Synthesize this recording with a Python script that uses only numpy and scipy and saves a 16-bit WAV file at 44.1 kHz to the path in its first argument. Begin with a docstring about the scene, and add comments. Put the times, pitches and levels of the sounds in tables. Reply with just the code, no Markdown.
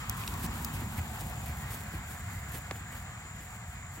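"""A car rumbles by on the road beyond the field and fades; far insects shrill steadily to the left.
Nearer the stereo pair, a horse and its handler walk away over a lawn: legs swish through the grass,
hooves, steps and wind buffets give dull low thuds, a few dry stalks snap, and sod and thatch
crunch underfoot. Late in the walk a hoof clips something hard."""
import sys
import numpy as np
from scipy import signal
from scipy.fft import rfft, irfft, next_fast_len
from scipy.io import wavfile
from scipy.ndimage import uniform_filter1d, map_coordinates

SR = 44100
rng = np.random.default_rng(int(sys.argv[2]) if len(sys.argv) > 2 else 0)


def waveform_to_disk(signal):
    """Save audio, clipped to [-1, 1], as 16-bit WAV at the path in sys.argv[1]."""
    frames = np.transpose(np.atleast_2d(signal))
    scaled = np.clip(frames, -1, 1) * 32767
    samples = np.round(scaled).astype(np.int16)
    wavfile.write(sys.argv[1], SR, samples)


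N = 176400

# the car beyond the field, part by part [t/s, level/dB]
RUMBLE_LEVEL = [(0, -40.5), (.5, -40.5), (1.3, -40.5), (2, -42), (3, -45), (4, -45.5)]
DRONE_LEVEL = [(0, -60), (.35, -44), (1.3, -49.5), (2.2, -57), (3, -60), (4, -82)]
TYRE_LEVEL = [(0, -44.5), (.5, -44), (1.2, -47), (1.75, -47), (2.4, -49.5), (3.2, -50), (4, -51.5)]
HISS_LEVEL = [(0, -60), (1.4, -68), (1.6, -51), (2.1, -52.5), (2.6, -53), (3.2, -55.5), (4, -57)]  # brighter tyre hiss swells as the car goes by
# narrow bands of tyre noise that sink as it passes [t/s, f/Hz, level/dB]
TYRE_WHOOSH = [(0, 1170, -49), (.35, 1017, -50), (.8, 900, -55.5), (1.3, 776.7, -51.5), (1.7, 732.3, -61),
               (4, 729, -67)]
TYRE_WHINE = [(0, 740.6, -77), (1.3, 739, -54), (2, 721, -62), (3, 718, -62.5), (4, 725, -65.5)]
# spectra of the distant sounds [f/Hz, relative level/dB]
RUMBLE_SPECTRUM = [(20, -67), (36, -15.5), (50, -0.5), (75, 2), (110, 1), (160, -4), (220, -11.5),
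                   (300, -25.5), (500, -51), (1000, -71)]
DRONE_SPECTRUM = [(80, -19), (150, -2), (220, 3.5), (300, -7.5), (450, -17.5), (800, -37)]
TYRE_SPECTRUM = [(100, -10), (300, -13), (480, -8.5), (650, -7), (730, -0.5), (1150, 1), (1600, -1.5),
                 (2100, -4.5), (2500, -3.5), (2900, -8), (4000, -14), (6000, -18.5), (9000, -52),
                 (16000, -66)]
HISS_SPECTRUM = [(900, -35), (1400, 1), (1650, 3), (2100, 2), (2400, -8), (2900, -19), (4000, -38)]
INSECT_SPECTRUM = [(4000, -63), (6300, -27.5), (6850, -7.5), (7100, -4.5), (7400, -10), (7700, -11.5),
                   (8300, -17), (10000, -44), (16000, -68)]
# how they meet the microphones [f/Hz, coherence, left lead/rad, left over right/dB]
LOW_IMAGE = [(58.6, 0.99, 0, -1), (133, 1, 0, 1), (229, .97, 0, -3.5), (403, 0.68, 0.23, -0.5)]
ROAD_IMAGE = [(288, 0.76, .1, -6), (533, 0.99, 0.77, 4.5), (720, 0.81, 0.17, -0.5), (1110, 0.67, 0.82, 2.5),
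              (1430, 0.43, 0.59, -0.5), (2160, 0.74, 1.88, -2), (3080, 0.92, 3.75, 2),
              (3950, 0.08, 3.73, 4.5), (6000, 0.52, 6.7, 3)]
HISS_IMAGE = [(1370, 0.85, 1, 2), (1730, 1, 1, -3), (2310, 1, 0.5, -9), (2790, 0.56, 4.5, -4)]
INSECT_IMAGE = [(6770, .1, 0.69, 11), (6800, 0.11, 1.5, 8.5), (8200, 0.25, 0.79, 1.4)]

SWISHES = [(.2, -44.5, 0.046, 0.04), (.29, -44, 0.058, 0.061), (0.449, -37.5, 0.046, 0.012),
           (.54, -51, 0.014, 0.11), (.63, -46.5, 0.096, 0.052), (.75, -43.5, .03, 0.054),
           (.83, -58, 0.035, 0.02), (.985, -47.5, 0.12, 0.014), (1.12, -51.5, 0.19, 0.076),
           (1.21, -45, 0.051, 0.033), (1.29, -48, 0.043, .06), (1.485, -46.5, 0.074, 0.02),
           (1.62, -50.5, 0.17, .05), (1.74, -43, 0.058, 0.035), (1.8, -48, 0.022, 0.065),
           (1.95, -52.5, 0.038, 0.043), (2.115, -47, 0.039, 0.085), (2.33, -50.5, 0.052, 0.087),
           (2.556, -43, 0.047, 0.037), (2.76, -51, 0.049, 0.044), (2.95, -50.5, 0.042, 0.077),
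           (3.43, -55.5, 0.045, .06), (3.56, -57.5, 0.15, 0.033), (3.74, -56.5, 0.085, 0.02),
           (3.96, -52, 0.034, .03)]  # legs through grass [peak t/s, level/dB, rise/s, fall/s]
# dull low thuds of hooves, the handler's steps and wind buffets [t/s, relative level/dB, mid-glide f/Hz]
LOW_THUDS = [(0.092, -28.5, 68), (0.284, -26, 71), (.438, -32, 160), (.446, -28, 74), (0.492, -24.5, 65),
             (.652, -27, 61.4), (0.736, -28.5, 60), (.982, -25.5, 79.8), (1.007, -29.5, 83),
             (1.111, -33.5, 73.6), (1.36, -31.5, 112), (1.494, -23.5, 82), (1.723, -41, 99),
             (1.935, -29.5, 149.4), (1.943, -38.5, 239), (1.954, -26, 76.5), (2.805, -32.5, 66.4),
             (3.118, -35, 75), (3.169, -35, 79)]
STALK_SNAPS = [(.0961, -13.5, 5940, 16700, 0.00063, 0.0079), (.1745, -37, 8000, 15000, .0003, .012),
               (0.197, -36, 6500, 15000, .0002, .007), (0.208, -35, 6000, 14000, .0002, .006),
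               (0.215, -41.5, 2200, 6000, .0003, 0.017), (0.236, -38, 2170, 3740, .0003, 0.02),
               (0.267, -35, 9000, 16000, .0002, .006), (0.2767, -25.5, 1890, 9800, 0.00057, 0.015),
               (0.3392, -31, 4500, 14000, 0.00028, 0.0065), (.4635, -30.5, 5000, 13000, .0002, 0.0066),
               (.5422, -43, 8000, 16000, .0002, .008), (0.6464, -16.5, 5150, 17100, 0.002, 0.014),
               (1.2087, -32, 5000, 15000, .0002, 0.0079), (2.1075, -39, 5970, 15000, .0002, .007),
               (2.584, -34, 9000, 17000, .0002, .0067)]  # dry stalks [t/s, level/dB, low f/Hz, high f/Hz, rise/s, t60/s]
STALK_MODES = [(5300, -15), (6550, -22), (9250, -16)]  # a hollow stalk's ring [f/Hz, relative level/dB]
SOD_SCUFFS = [(.44, -52), (0.814, -50.5), (1.214, -51), (1.37, -55), (1.94, -59), (2.549, -47.5),
              (2.754, -53), (2.925, -54), (3.08, -62), (3.25, -58), (3.402, -54), (3.975, -56)]  # feet on sod [t/s, relative level/dB]
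THATCH_CRUNCHES = [(0.447, -53, 0.018), (0.987, -43, 0.0091), (1.483, -49.5, 0.016), (2.553, -56, 0.011)]  # feet on dry thatch [peak t/s, level/dB, Gaussian width/s]
KNOCK_MODES = [(199.2, -12, 0.029), (780, -14, 0.033), (1140, -3, 0.012), (1850, 0, 0.0073),
               (2130, 0, 0.0085), (2630, -15.5, .01)]  # the hard thing a hoof clips [f/Hz, relative level/dB, t60/s]
# spectra of the near sounds [f/Hz, relative level/dB]
GRASS_SPECTRUM = [(150, -19), (400, 3.5), (1500, -3.5), (3000, -1), (5500, -4.5), (8000, 0.5), (10000, 2.5),
                  (12000, 4.5), (14000, -0.5), (15600, -4)]
PUFF_SPECTRUM = [(40, -18), (150, 5.5), (300, -6.5), (600, -20), (2000, -45), (8000, -80)]
SOD_SPECTRUM = [(100, -23), (280, 10), (500, 1), (800, -9.5), (1500, -4), (3000, -6), (8000, -53)]
THATCH_SPECTRUM = [(600, -8), (1500, -2), (2300, 8), (3500, -13), (6000, -12), (12000, -9)]
LAWN_COHERENCE = [(300, .85), (2000, .5), (5000, .4), (8000, .75), (10000, .96), (15000, .96)]  # how alike the microphones hear the lawn [f/Hz, coherence]
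TOP_LIFT = [(13500, 0), (14600, 3), (15700, 5)]  # a gentle brightening of the highest treble [f/Hz, gain/dB]


def amp(db):
    return 10 ** (np.asarray(db) / 20)


def unit(x):
    return x / np.sqrt(np.mean(x ** 2) + 1e-20)


def along(points, hz):
    """Each column after the frequency, read on a log axis."""
    f, *cols = np.transpose(points)
    return [np.interp(np.log(hz + 1), np.log(f + 1), c) for c in cols]


def curves(rows):
    """One value per sample for each column after the time."""
    s, *cols = np.transpose(rows)
    return [np.interp(np.arange(N) / SR, s, c) for c in cols]


def wobble(per_s):
    """A smooth random curve with per_s knots a second."""
    knots = rng.standard_normal(int(N * per_s / SR) + 4)
    return map_coordinates(knots, [np.arange(N) * per_s / SR])


def impulses(per_s):
    """Two channels of randomly timed unit clicks."""
    return rng.random((2, N)) < per_s / SR


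def filtered(x, response):
    """x through a frequency response."""
    m = next_fast_len(N + SR // 4)
    return irfft(rfft(x, m) * response(np.fft.rfftfreq(m, 1 / SR)), m)[..., :N]


def add(track, s, sound):
    """Mix a sound in at time s."""
    part = track[..., max(round(s * SR), 0):][..., :sound.shape[-1]]
    part += sound[..., :part.shape[-1]]


def coloured(x, spectrum):
    """x shaped by the spectrum, at rms 1."""
    return unit(filtered(x, lambda hz: amp(along(spectrum, hz)[0])))


def placed(pair, image):
    """Mid and side become left and right; image(hz) gives coherence, phase lead and balance."""
    m = next_fast_len(N + SR // 4)
    coherence, lead, balance_db = image(np.fft.rfftfreq(m, 1 / SR))
    turn = np.arccos(np.clip(coherence, 0, 1)) / 2
    mid, side = rfft(pair, m) * [np.cos(turn), np.sin(turn)]
    tilt = amp(balance_db / 2) * np.exp(.5j * lead)
    norm = np.sqrt((amp(balance_db) + amp(-balance_db)) / 2)
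    return irfft(np.array([(mid + side) * tilt, (mid - side) / tilt]) / norm, m)[:, :N]


def rush(spectrum, image, patchy_db):
    """Stereo noise with patches of random gain across time and frequency."""
    cells = signal.stft(rng.standard_normal((2, N)), nperseg=512)[2]
    patches = uniform_filter1d(rng.standard_normal(cells.shape[1:]), size=4, axis=0)
    patches = uniform_filter1d(patches, size=12, axis=1)
    pair = signal.istft(cells * amp(patchy_db * unit(patches)), nperseg=512)[1][:, :N]
    return placed(coloured(pair, spectrum), lambda hz: along(image, hz))


def gliding_band(rows, half_width_hz):
    """Two channels of narrow noise following [t/s, f/Hz, level/dB] rows."""
    centre_hz, db = curves(rows)
    i, q = filtered(rng.standard_normal((2, 2, N)), lambda hz: 1 / (1 + (hz / half_width_hz) ** 2))
    phase = 2 * np.pi * np.cumsum(centre_hz) / SR
    return amp(db) * unit(i * np.cos(phase) + q * np.sin(phase))


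def from_lawn(hz, lag_s=.000278, in_phase_hz=12050):
    """Treble from the lawn reaches the left microphone a little late."""
    lead = -2 * np.pi * lag_s * (hz - in_phase_hz) * (hz > 7000)
    return along(LAWN_COHERENCE, hz)[0], lead, np.zeros_like(hz)


def passing_car():
    """Beyond the field, rumble, drone and tyre noise fade as the car draws away."""
    rumble = amp(curves(RUMBLE_LEVEL)[0]) * rush(RUMBLE_SPECTRUM, LOW_IMAGE, patchy_db=-1.38)
    drone = amp(curves(DRONE_LEVEL)[0]) * rush(DRONE_SPECTRUM, LOW_IMAGE, patchy_db=-0.05)
    tyre_db = curves(TYRE_LEVEL)[0] + 0.98 * wobble(per_s=24.83)
    tyres = amp(tyre_db) * rush(TYRE_SPECTRUM, ROAD_IMAGE, patchy_db=1.38)
    hiss = amp(curves(HISS_LEVEL)[0]) * rush(HISS_SPECTRUM, HISS_IMAGE, patchy_db=1.5)
    whoosh = gliding_band(TYRE_WHOOSH, half_width_hz=167)
    whine = gliding_band(TYRE_WHINE, half_width_hz=23)
    return rumble + drone + tyres + hiss + placed(whoosh + whine, lambda hz: along(ROAD_IMAGE, hz))


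def insects(level_db=-53, fade_db_per_s=0.1):
    """Far off to the left, a chorus merges into one narrow, trembling band."""
    db = level_db - fade_db_per_s * np.arange(N) / SR + 0.75 * wobble(per_s=50)
    return amp(db) * rush(INSECT_SPECTRUM, INSECT_IMAGE, patchy_db=0.3)


def grass_swishes(rustle_db=-55, fade_db_per_s=2.5, blade_share=0.47, scatter_db=4):
    """Blades brush against the legs; each stroke swells out of a fading rustle and dies away."""
    t = np.arange(N) / SR
    power = amp(rustle_db - fade_db_per_s * t) ** 2
    for s, db, rise, fall in SWISHES:
        stroke = amp(db) * np.exp(-np.maximum((s - t) / rise, (t - s) / fall))
        power += stroke ** 2
    blades = impulses(per_s=1800) * rng.choice([-1, 1], (2, N))
    blades = blades * amp(scatter_db * np.clip(rng.standard_normal((2, N)), -2, 2))
    brush = np.sqrt(blade_share) * unit(blades) + np.sqrt(1 - blade_share) * rng.standard_normal((2, N))
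    ticks = impulses(per_s=90) * np.tanh(rng.standard_normal((2, N)))  # stiff blades spring back
    rustle = coloured(brush + amp(-7) * unit(ticks), GRASS_SPECTRUM)
    flicker = amp(1.18 * wobble(per_s=110))
    return placed(rustle * np.sqrt(power) * flicker, from_lawn)


def low_thuds(rise_s=0.0076, push_t60_s=0.074, puff_t60_s=0.033, sag=0.43, sag_s=0.022):
    """Dead centre, a hoof, step or wind buffet gives one low push, sagging in pitch, and a dull puff."""
    out, t = np.zeros(N), np.arange(SR // 5) / SR
    noise = coloured(rng.standard_normal(N), PUFF_SPECTRUM)
    glide = 1 + sag * (2 * np.exp(-t / sag_s) - 1)
    for s, db, hz in LOW_THUDS:
        phase = 2 * np.pi * np.cumsum(hz * glide) / SR
        push = 2 * np.sin(phase) * amp(-60 * t / push_t60_s)
        puff = noise[round(s * SR / 2):][:len(t)] * amp(-1 - 60 * t / puff_t60_s)
        add(out, s, amp(db) * (1 - np.exp(-t / rise_s)) * (push + puff))
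    return out


def stalk_snaps():
    """A stalk tears fibre by fibre in a few milliseconds, and its tube rings briefly."""
    out, t = np.zeros((2, N)), np.arange(SR // 20) / SR
    for s, db, low_hz, high_hz, rise, t60 in STALK_SNAPS:
        band = signal.butter(2, [low_hz, high_hz], "band", fs=SR, output="sos")
        tear = rng.standard_normal((2, len(t)))
        for hz, ring_db in STALK_MODES:
            tear[0] += amp(ring_db) * np.sin(2 * np.pi * (hz * t + rng.random()))
        envelope = amp(db - 60 * t / t60) * (1 - np.exp(-t / rise))
        add(out, s, unit(signal.sosfilt(band, tear)) * envelope)
    return placed(out, from_lawn)


def sod_scuffs(rise_s=0.0018, t60_s=0.11):
    """A foot presses into the sod with a short, dull crunch."""
    swell, t = np.zeros(N), np.arange(SR // 5) / SR
    for s, db in SOD_SCUFFS:
        add(swell, s, 2 * amp(db - 60 * t / t60_s) * (1 - np.exp(-t / rise_s)))
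    return swell * coloured(rng.standard_normal(N), SOD_SPECTRUM)


def thatch_crackle():
    """Dead stems crackle as the weight comes down."""
    t = np.arange(N) / SR
    press = sum(amp(db) * np.exp(-.5 * ((t - s) / width) ** 2) for s, db, width in THATCH_CRUNCHES)
    cracks = impulses(per_s=960) * rng.standard_normal((2, N))
    return placed(press * coloured(cracks, THATCH_SPECTRUM), from_lawn)


def hoof_knock(at_s=2.7105, level_db=-22.5):
    """Just right of centre a hoof clips something hard: a dry clack whose hollow tail drops in pitch."""
    ring_rise_s, crack_t60_s = .0003, 0.029
    start_hz, end_hz, glide_s, tail_rise_s, tail_t60_s = 895, 215, 0.0042, 0.0061, 0.04
    out, t = np.zeros((2, N)), np.arange(SR // 10) / SR
    ring = sum(amp(db - 60 * t / t60) * np.sin(2 * np.pi * hz * t) for hz, db, t60 in KNOCK_MODES)
    ring *= 1 - np.exp(-t / ring_rise_s)
    tail_hz = end_hz + (start_hz - end_hz) * np.exp(-t / glide_s)
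    tail = np.sin(2 * np.pi * np.cumsum(tail_hz) / SR)
    tail *= amp(-2.5 - 60 * t / tail_t60_s) * (1 - np.exp(-t / tail_rise_s))
    crack = amp(-9.5 - 60 * t / crack_t60_s) * rng.standard_normal((2, len(t)))
    add(out, at_s, signal.lfilter(*signal.butter(2, 6000, fs=SR), crack))
    add(out[0], at_s, ring + tail)  # mid channel only
    return placed(amp(level_db) * out, lambda hz: along([(300, 1.0, .2, -2), (3000, 0.8, 1.3, -1.5)], hz))


def scene():
    """The walk across the lawn, with road and insects in the distance."""
    distance = passing_car() + insects()
    lawn = grass_swishes() + low_thuds() + stalk_snaps() + sod_scuffs() + thatch_crackle() + hoof_knock()
    return distance + lawn


def record(dry):
    """The highest treble is brightened; the deepest bass and all above the band limit are dropped."""
    low_cut_hz, top_hz = 37, 16000

    def response(hz):
        low_cut = 1 / np.sqrt(1 + (low_cut_hz / (hz + 1)) ** 8)
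        band_limit = 1 / (1 + (hz / top_hz) ** 400)
        return amp(along(TOP_LIFT, hz)[0]) * low_cut * band_limit

    return filtered(dry, response)


dry = scene()
out = record(dry)
waveform_to_disk(out)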